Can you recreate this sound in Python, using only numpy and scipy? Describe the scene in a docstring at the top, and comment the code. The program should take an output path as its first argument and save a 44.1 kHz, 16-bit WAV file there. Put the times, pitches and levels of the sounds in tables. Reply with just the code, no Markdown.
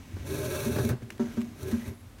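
"""Waxed thread is drawn through leather held in a wooden stitching clamp, over a quiet workshop hum.
Fingers rustle, then one long pull rasps through the hole and makes the clamp drone and groan.
As it ends, the thread snags and snaps tight, and the clamp rocks on the bench with soft thuds.
The hands come back and bump the clamp, the needle ticks, and the taut thread whistles faintly.
A short second pull draws the stitch tight, with small squeaks and one last faint tick."""
import sys
import numpy as np
from scipy import signal
from scipy.fft import rfft, irfft
from scipy.io import wavfile

SR = 44100
rng = np.random.default_rng(int(sys.argv[2]) if len(sys.argv) > 2 else 0)


def persist_wave(psi):
    """Save psi, clipped to +-1, as 16-bit WAV."""
    counts = np.round(np.clip(psi, -1, 1) * 32767).astype(np.int16)
    wavfile.write(sys.argv[1], SR, np.atleast_2d(counts).T)


N = 97020
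T = np.arange(N) / SR
FREQ_HZ = np.arange(N // 2 + 1) * SR / N


def from_db(db):
    """Turn decibels into a gain."""
    return 10 ** (np.asarray(db) / 20)


def rms_one(x):
    """Scale a sound to an average strength (rms) of 1."""
    return x / np.sqrt(np.mean(x ** 2) + 1e-20)


def level_curve(rows):
    """Join (time_s, level_db) points into a decibel curve, silent before and after."""
    return np.interp(T, *np.transpose(rows), left=-140, right=-140)


def coloured(x, colour):
    """Give plain noise a tone colour, a balance of low and high; rms 1."""
    hz, db = np.transpose(colour)
    freq = np.maximum(FREQ_HZ, 1)
    gain = from_db(np.interp(np.log(freq), np.log(hz), db))
    bass_cut = np.sqrt(1 + (hz[0] / freq) ** 4)
    return rms_one(irfft(rfft(x) * gain / bass_cut, N))


def drift(rate_hz):
    """A smooth random wobble; rms 1."""
    return rms_one(irfft(rfft(rng.standard_normal(N)) / (1 + (FREQ_HZ / rate_hz) ** 2), N))


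def narrow_noise(phase, width_hz):
    """A wavering band of noise around one pitch."""
    return drift(width_hz) * np.cos(phase) + drift(width_hz) * np.sin(phase)


def tiny_slips(per_s, spread_db):
    """Rubbing is many tiny random slips of uneven size; rms 1."""
    sizes = from_db(spread_db * np.minimum(rng.exponential(1, N), 5))
    signs = rng.choice([-1, 1], N)
    return rms_one(sizes * signs * (rng.random(N) < per_s / SR))


def resonance(x, hz, width_hz):
    """Let a sound ring at one pitch, and trim away what lies far from it."""
    r = np.exp(-np.pi * width_hz / SR)
    feedback = [1, -2 * r * np.cos(2 * np.pi * hz / SR), r * r]
    ringing = signal.lfilter(np.array([1, 0, -1]) * np.sqrt((1 - r * r) / 2), feedback, x)
    octave = signal.butter(1, [hz / np.sqrt(2), hz * np.sqrt(2)], "band", fs=SR, output="sos")
    return signal.sosfilt(octave, ringing)


def burst(start_s, swell_s, fade_s):
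    """A loudness shape that swells, then dies away by 60 dB every fade_s."""
    age = np.maximum(T - start_s, 0)
    return (1 - np.exp(-age / swell_s)) * np.exp(-np.log(1000) * age / fade_s)


def ring(start_s, hz, swell_s, fade_s):
    """One tone, pushed softly into ringing."""
    age = np.maximum(T - start_s, 0)
    soft_start = 1 - np.exp(-age / swell_s)
    return soft_start * burst(start_s, swell_s, fade_s) * np.sin(2 * np.pi * hz * age)


def noise_bursts(rows, colour, swell_s):
    """Short dying bursts of noise, one for each row."""
    loudness = sum(from_db(db) * burst(start, swell_s, fade) for start, db, fade in rows)
    return loudness * coloured(rng.standard_normal(N), colour)


# echoes off the bench top and the board behind it: delay_s, level_db
ECHOES = [(.0031, -10), (.0068, -11)]
def with_echoes(x):
    """Nearby surfaces add echoes so quick that they only colour the sound."""
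    return x + sum(from_db(db) * np.interp(T - delay, T, x, left=0) for delay, db in ECHOES)


# tone colour of the room: pitch_hz, relative_db
HUM_COLOUR = [(30, -37), (40, 8), (55, -6), (90, 9), (150, -8.5), (240, -5), (400, -16), (1500, -22),
              (6000, -31), (8000, -31), (15500, -36)]
def workshop_hum():
    """The workshop hums with steady, low noise."""
    return from_db(-49.5) * coloured(rng.standard_normal(N), HUM_COLOUR)


# path of the whistle: time_s, pitch_hz, level_db
WHISTLE_PATH = [(1.24, 11100, -77), (1.369, 11700, -67), (1.56, 11300, -85), (1.901, 11800, -65),
                (1.95, 11030, -68), (2.019, 11250, -66.5), (2.07, 11100, -82)]
def thread_whistle():
    """The taut thread gives a thin, very high, wavering hiss."""
    times, hz, db = np.transpose(WHISTLE_PATH)
    phase = 2 * np.pi * np.cumsum(np.interp(T, times, hz)) / SR
    return from_db(level_curve(np.transpose([times, db]))) * narrow_noise(phase, width_hz=240)


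# the swish: start_s, level_db, fade_s
SWISH_BURST = [(1.196, -54.5, 0.33)]
# its tone colour: pitch_hz, relative_db
SWISH_TONE = [(4900, -8), (6300, 6), (7800, -14), (15000, -27)]
def thread_swish():
    """The thread swishes through the fingers."""
    return noise_bursts(SWISH_BURST, SWISH_TONE, swell_s=0.0042)


# loudness of the sliding fingers: time_s, level_db
RUSTLE_LEVELS = [(0, -53), (.13, -49), (.19, -47.5), (.93, -51), (1.0, -80), (1.03, -50.5), (1.09, -84),
                 (1.12, -44.5), (1.19, -67), (1.2, -46), (1.41, -46.5), (1.55, -55.5), (1.75, -44.5),
                 (1.89, -50), (1.94, -53)]
# their tone colour: pitch_hz, relative_db
RUSTLE_COLOUR = [(200, 24), (600, 0.5), (1450, -3), (2100, 0), (4000, -7.5), (4900, -11), (6200, -5.5),
                 (7900, -14.5), (12000, -17)]
def finger_rustle():
    """Fingers slide over thread and leather in tiny slips."""
    slips = with_echoes(tiny_slips(per_s=4200, spread_db=2.5))
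    return from_db(level_curve(RUSTLE_LEVELS)) * coloured(slips, RUSTLE_COLOUR)


# short squeaks: start_s, pitch_hz, level_db
SQUEAK_NOTES = [(1.25, 1520, -47.5), (1.79, 1955, -45.5), (1.84, 2206, -52)]
def thread_squeaks():
    """The thread squeaks as it rubs under the fingers."""
    return sum(from_db(db) * burst(start, swell_s=0.038, fade_s=0.39)
               * narrow_noise(2 * np.pi * hz * T, width_hz=130) for start, hz, db in SQUEAK_NOTES)


# light taps: start_s, level_db, fade_s
TICK_BURSTS = [(1.1034, -33.5, 0.023), (1.1792, -47, 0.026), (1.4067, -44.5, 0.022), (1.415, -37, 0.019),
               (2.1834, -53, 0.1)]
# their tone colour: pitch_hz, relative_db
TICK_TONE = [(300, -16), (1500, -7), (2400, -2.5), (3200, -11.5), (9000, -18.5), (15000, -30)]
def needle_ticks():
    """Needle and fingernails make small, sharp ticks."""
    return noise_bursts(TICK_BURSTS, TICK_TONE, swell_s=0.0001)


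# catches and scuffs: start_s, level_db, fade_s
SNAG_BURSTS = [(.166, -42.5, 0.092), (.76, -28.5, 0.13), (.7846, -26.5, 0.11), (.8904, -31, 0.25),
               (1.021, -42.5, 0.068), (1.195, -37.5, 0.32), (1.371, -38, 0.14), (1.7125, -36, 0.25)]
# their tone colour: pitch_hz, relative_db
SNAG_TONE = [(200, 26.5), (400, 21.5), (720, 8.5), (1600, 9), (2500, -5.5), (4900, -5), (6000, -12),
             (15000, -25)]
def thread_snags():
    """The thread catches and fingers scuff the wood."""
    return noise_bursts(SNAG_BURSTS, SNAG_TONE, swell_s=0.00033)


# crisp snaps: start_s, level_db, fade_s
SNAP_BURSTS = [(.85, -31, 0.019), (.8904, -32, 0.027), (1.6297, -38.5, 0.022), (1.7125, -41.5, 0.077)]
# their tone colour: pitch_hz, relative_db
SNAP_TONE = [(2500, 9.5), (9000, 3.8), (15000, 5)]
def thread_snaps():
    """The thread gives bright snaps as it tightens."""
    return noise_bursts(SNAP_BURSTS, SNAP_TONE, swell_s=0.00042)


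# soft thuds: start_s, level_db, pitch_hz
THUD_NOTES = [(0.133, -20.5, 91), (0.195, -24.5, 75), (0.456, -20, 125), (0.753, -18, 113),
              (0.791, -15, 126), (0.848, -16.5, 110), (0.899, -10, 123), (1.021, -26, 114),
              (1.364, -25.5, 96), (1.615, -27, 88), (1.724, -19, 88), (1.873, -20, 88)]
def bench_thuds():
    """Low thuds sound through the bench: mostly the clamp rocking, while the loudest, near the end of the first
    pull, is the thread drawn taut."""
    return sum(from_db(db) * ring(start, hz, swell_s=0.0079, fade_s=0.14) for start, db, hz in THUD_NOTES)


# bumps on the clamp: start_s, level_db, brightness_db_per_octave
BUMP_HITS = [(0.658, -24.5, -1), (.842, -23.5, -12), (1.017, -41, -15), (1.195, -20.5, 1),
             (1.373, -21.5, -5), (1.723, -20, -12), (1.865, -33.5, -4)]
# tones the clamp rings with: pitch_hz, relative_db, fade_s
CLAMP_TONES = [(236.2, 1, 0.32), (213.9, -6.5, 0.3), (383, -6.5, 0.22), (590, -18.5, 0.23),
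               (737, -28, 0.27), (943, -23.5, 0.24), (1340, -25, 0.18)]
def clamp_bumps():
    """The bumped clamp rings hollowly; some bumps are dull, others brighter."""
    swell_cycles = 0.79
    sound = np.zeros(N)
    for start, bump_db, brightness in BUMP_HITS:
        for k, (hz, tone_db, fade) in enumerate(CLAMP_TONES):
            octaves_up = np.log2(hz / CLAMP_TONES[0][0])
            gain = from_db(bump_db + tone_db + brightness * octaves_up)
            direction = (-1) ** k  # neighbouring tones swing opposite ways
            sound += direction * gain * ring(start, hz, swell_cycles / hz, fade)
    return sound


# brief groans: start_s, length_s, pitch_hz, level_db
GROAN_NOTES = [(0.289, 0.095, 395.2, -31.5), (.37, 0.073, 398.8, -33.5), (0.399, 0.097, 616, -34),
               (0.497, 0.068, 368, -29.5), (0.507, 0.11, 608, -36), (0.577, 0.077, 385, -37.5),
               (0.783, 0.046, 396, -29.5)]
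def clamp_groans():
    """The thread sticks and slips in step with one clamp tone, which swells, wavers and lets go."""
    waver_rad = 0.34 * drift(rate_hz=72)
    sound = np.zeros(N)
    for start, length, hz, db in GROAN_NOTES:
        swell = np.sin(np.pi * np.clip((T - start) / length, 0, 1))
        sound += from_db(db) * swell * np.sin(2 * np.pi * hz * T + waver_rad)
    return sound


# rubbing of the thread in each pull, before the rasp's boost: time_s, level_db
FIRST_PULL = [(.22, -75), (.27, -53.5), (.34, -47), (.47, -46), (.52, -44.5), (.61, -44), (.74, -46.5),
              (.905, -49.5), (.96, -79)]
SECOND_PULL = [(1.55, -68.5), (1.62, -54.5), (1.65, -59.5), (1.68, -52), (1.725, -59), (1.85, -61.5),
               (1.88, -51), (1.92, -79)]
# tone colour of the rasp: pitch_hz, relative_db
RASP_COLOUR = [(330, -8), (560, 13), (740, -32), (900, -0.5), (1620, 0), (1980, -8), (2500, -1),
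               (2920, -11), (3700, -4), (4400, -6), (4900, -17), (5800, -4), (7800, -12.5), (9300, -7),
               (13400, -10), (15800, -13.5)]
# drag of the thread on the clamp: time_s, level_db
DRAG_LEVELS = [(.22, -56.5), (.32, -41.5), (.61, -43.5), (.8, -39.5), (.93, -41), (.98, -61), (1.57, -63.5),
               (1.68, -43.5), (1.8, -61.5), (1.9, -49.5), (1.95, -63)]
# tones of the clamp under that drag: pitch_hz, relative_db
DRONE_TONES = [(88, 2.5), (117, 4.5), (136, -3.5), (262, -1), (306, -2.5), (376, 2.5), (402, -2),
               (545, -11), (602, -7), (863, -15.5), (1035, -21.5), (1544, -14.5), (1660, -20), (2189, -21),
               (2404, -25), (2649, -25)]
def thread_pulls():
    """Fibres slip through the hole; the same slips rasp in the air and make the clamp drone."""
    boost_db, jerk_db = 6.5, 0.97
    rubbing_db = np.maximum(level_curve(FIRST_PULL), level_curve(SECOND_PULL))
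    rasp_db = rubbing_db + boost_db + jerk_db * drift(rate_hz=32)
    slips = tiny_slips(per_s=9000, spread_db=2)
    rasp = coloured(with_echoes(slips), RASP_COLOUR)
    drone = sum(from_db(db) * resonance(slips, hz, width_hz=9.7 + 0.007 * hz) for hz, db in DRONE_TONES)
    return from_db(rasp_db) * rasp + from_db(level_curve(DRAG_LEVELS)) * drone


def scene():
    """Add up all the sounds, heard close by in one channel."""
    contacts = thread_snags() + needle_ticks() + thread_snaps() + thread_swish()
    room = workshop_hum()
    pulls = thread_pulls() + clamp_groans()
    fingers = thread_squeaks() + finger_rustle()
    knocks = bench_thuds() + clamp_bumps()
    return (room + thread_whistle() + fingers + contacts + knocks + pulls)[None]


def record(dry):
    """Cut off the very highest treble steeply."""
    cutoff_hz = 15800
    return signal.sosfilt(signal.ellip(12, .1, 80, cutoff_hz, fs=SR, output="sos"), dry)


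dry = scene()
out = record(dry)
persist_wave(out)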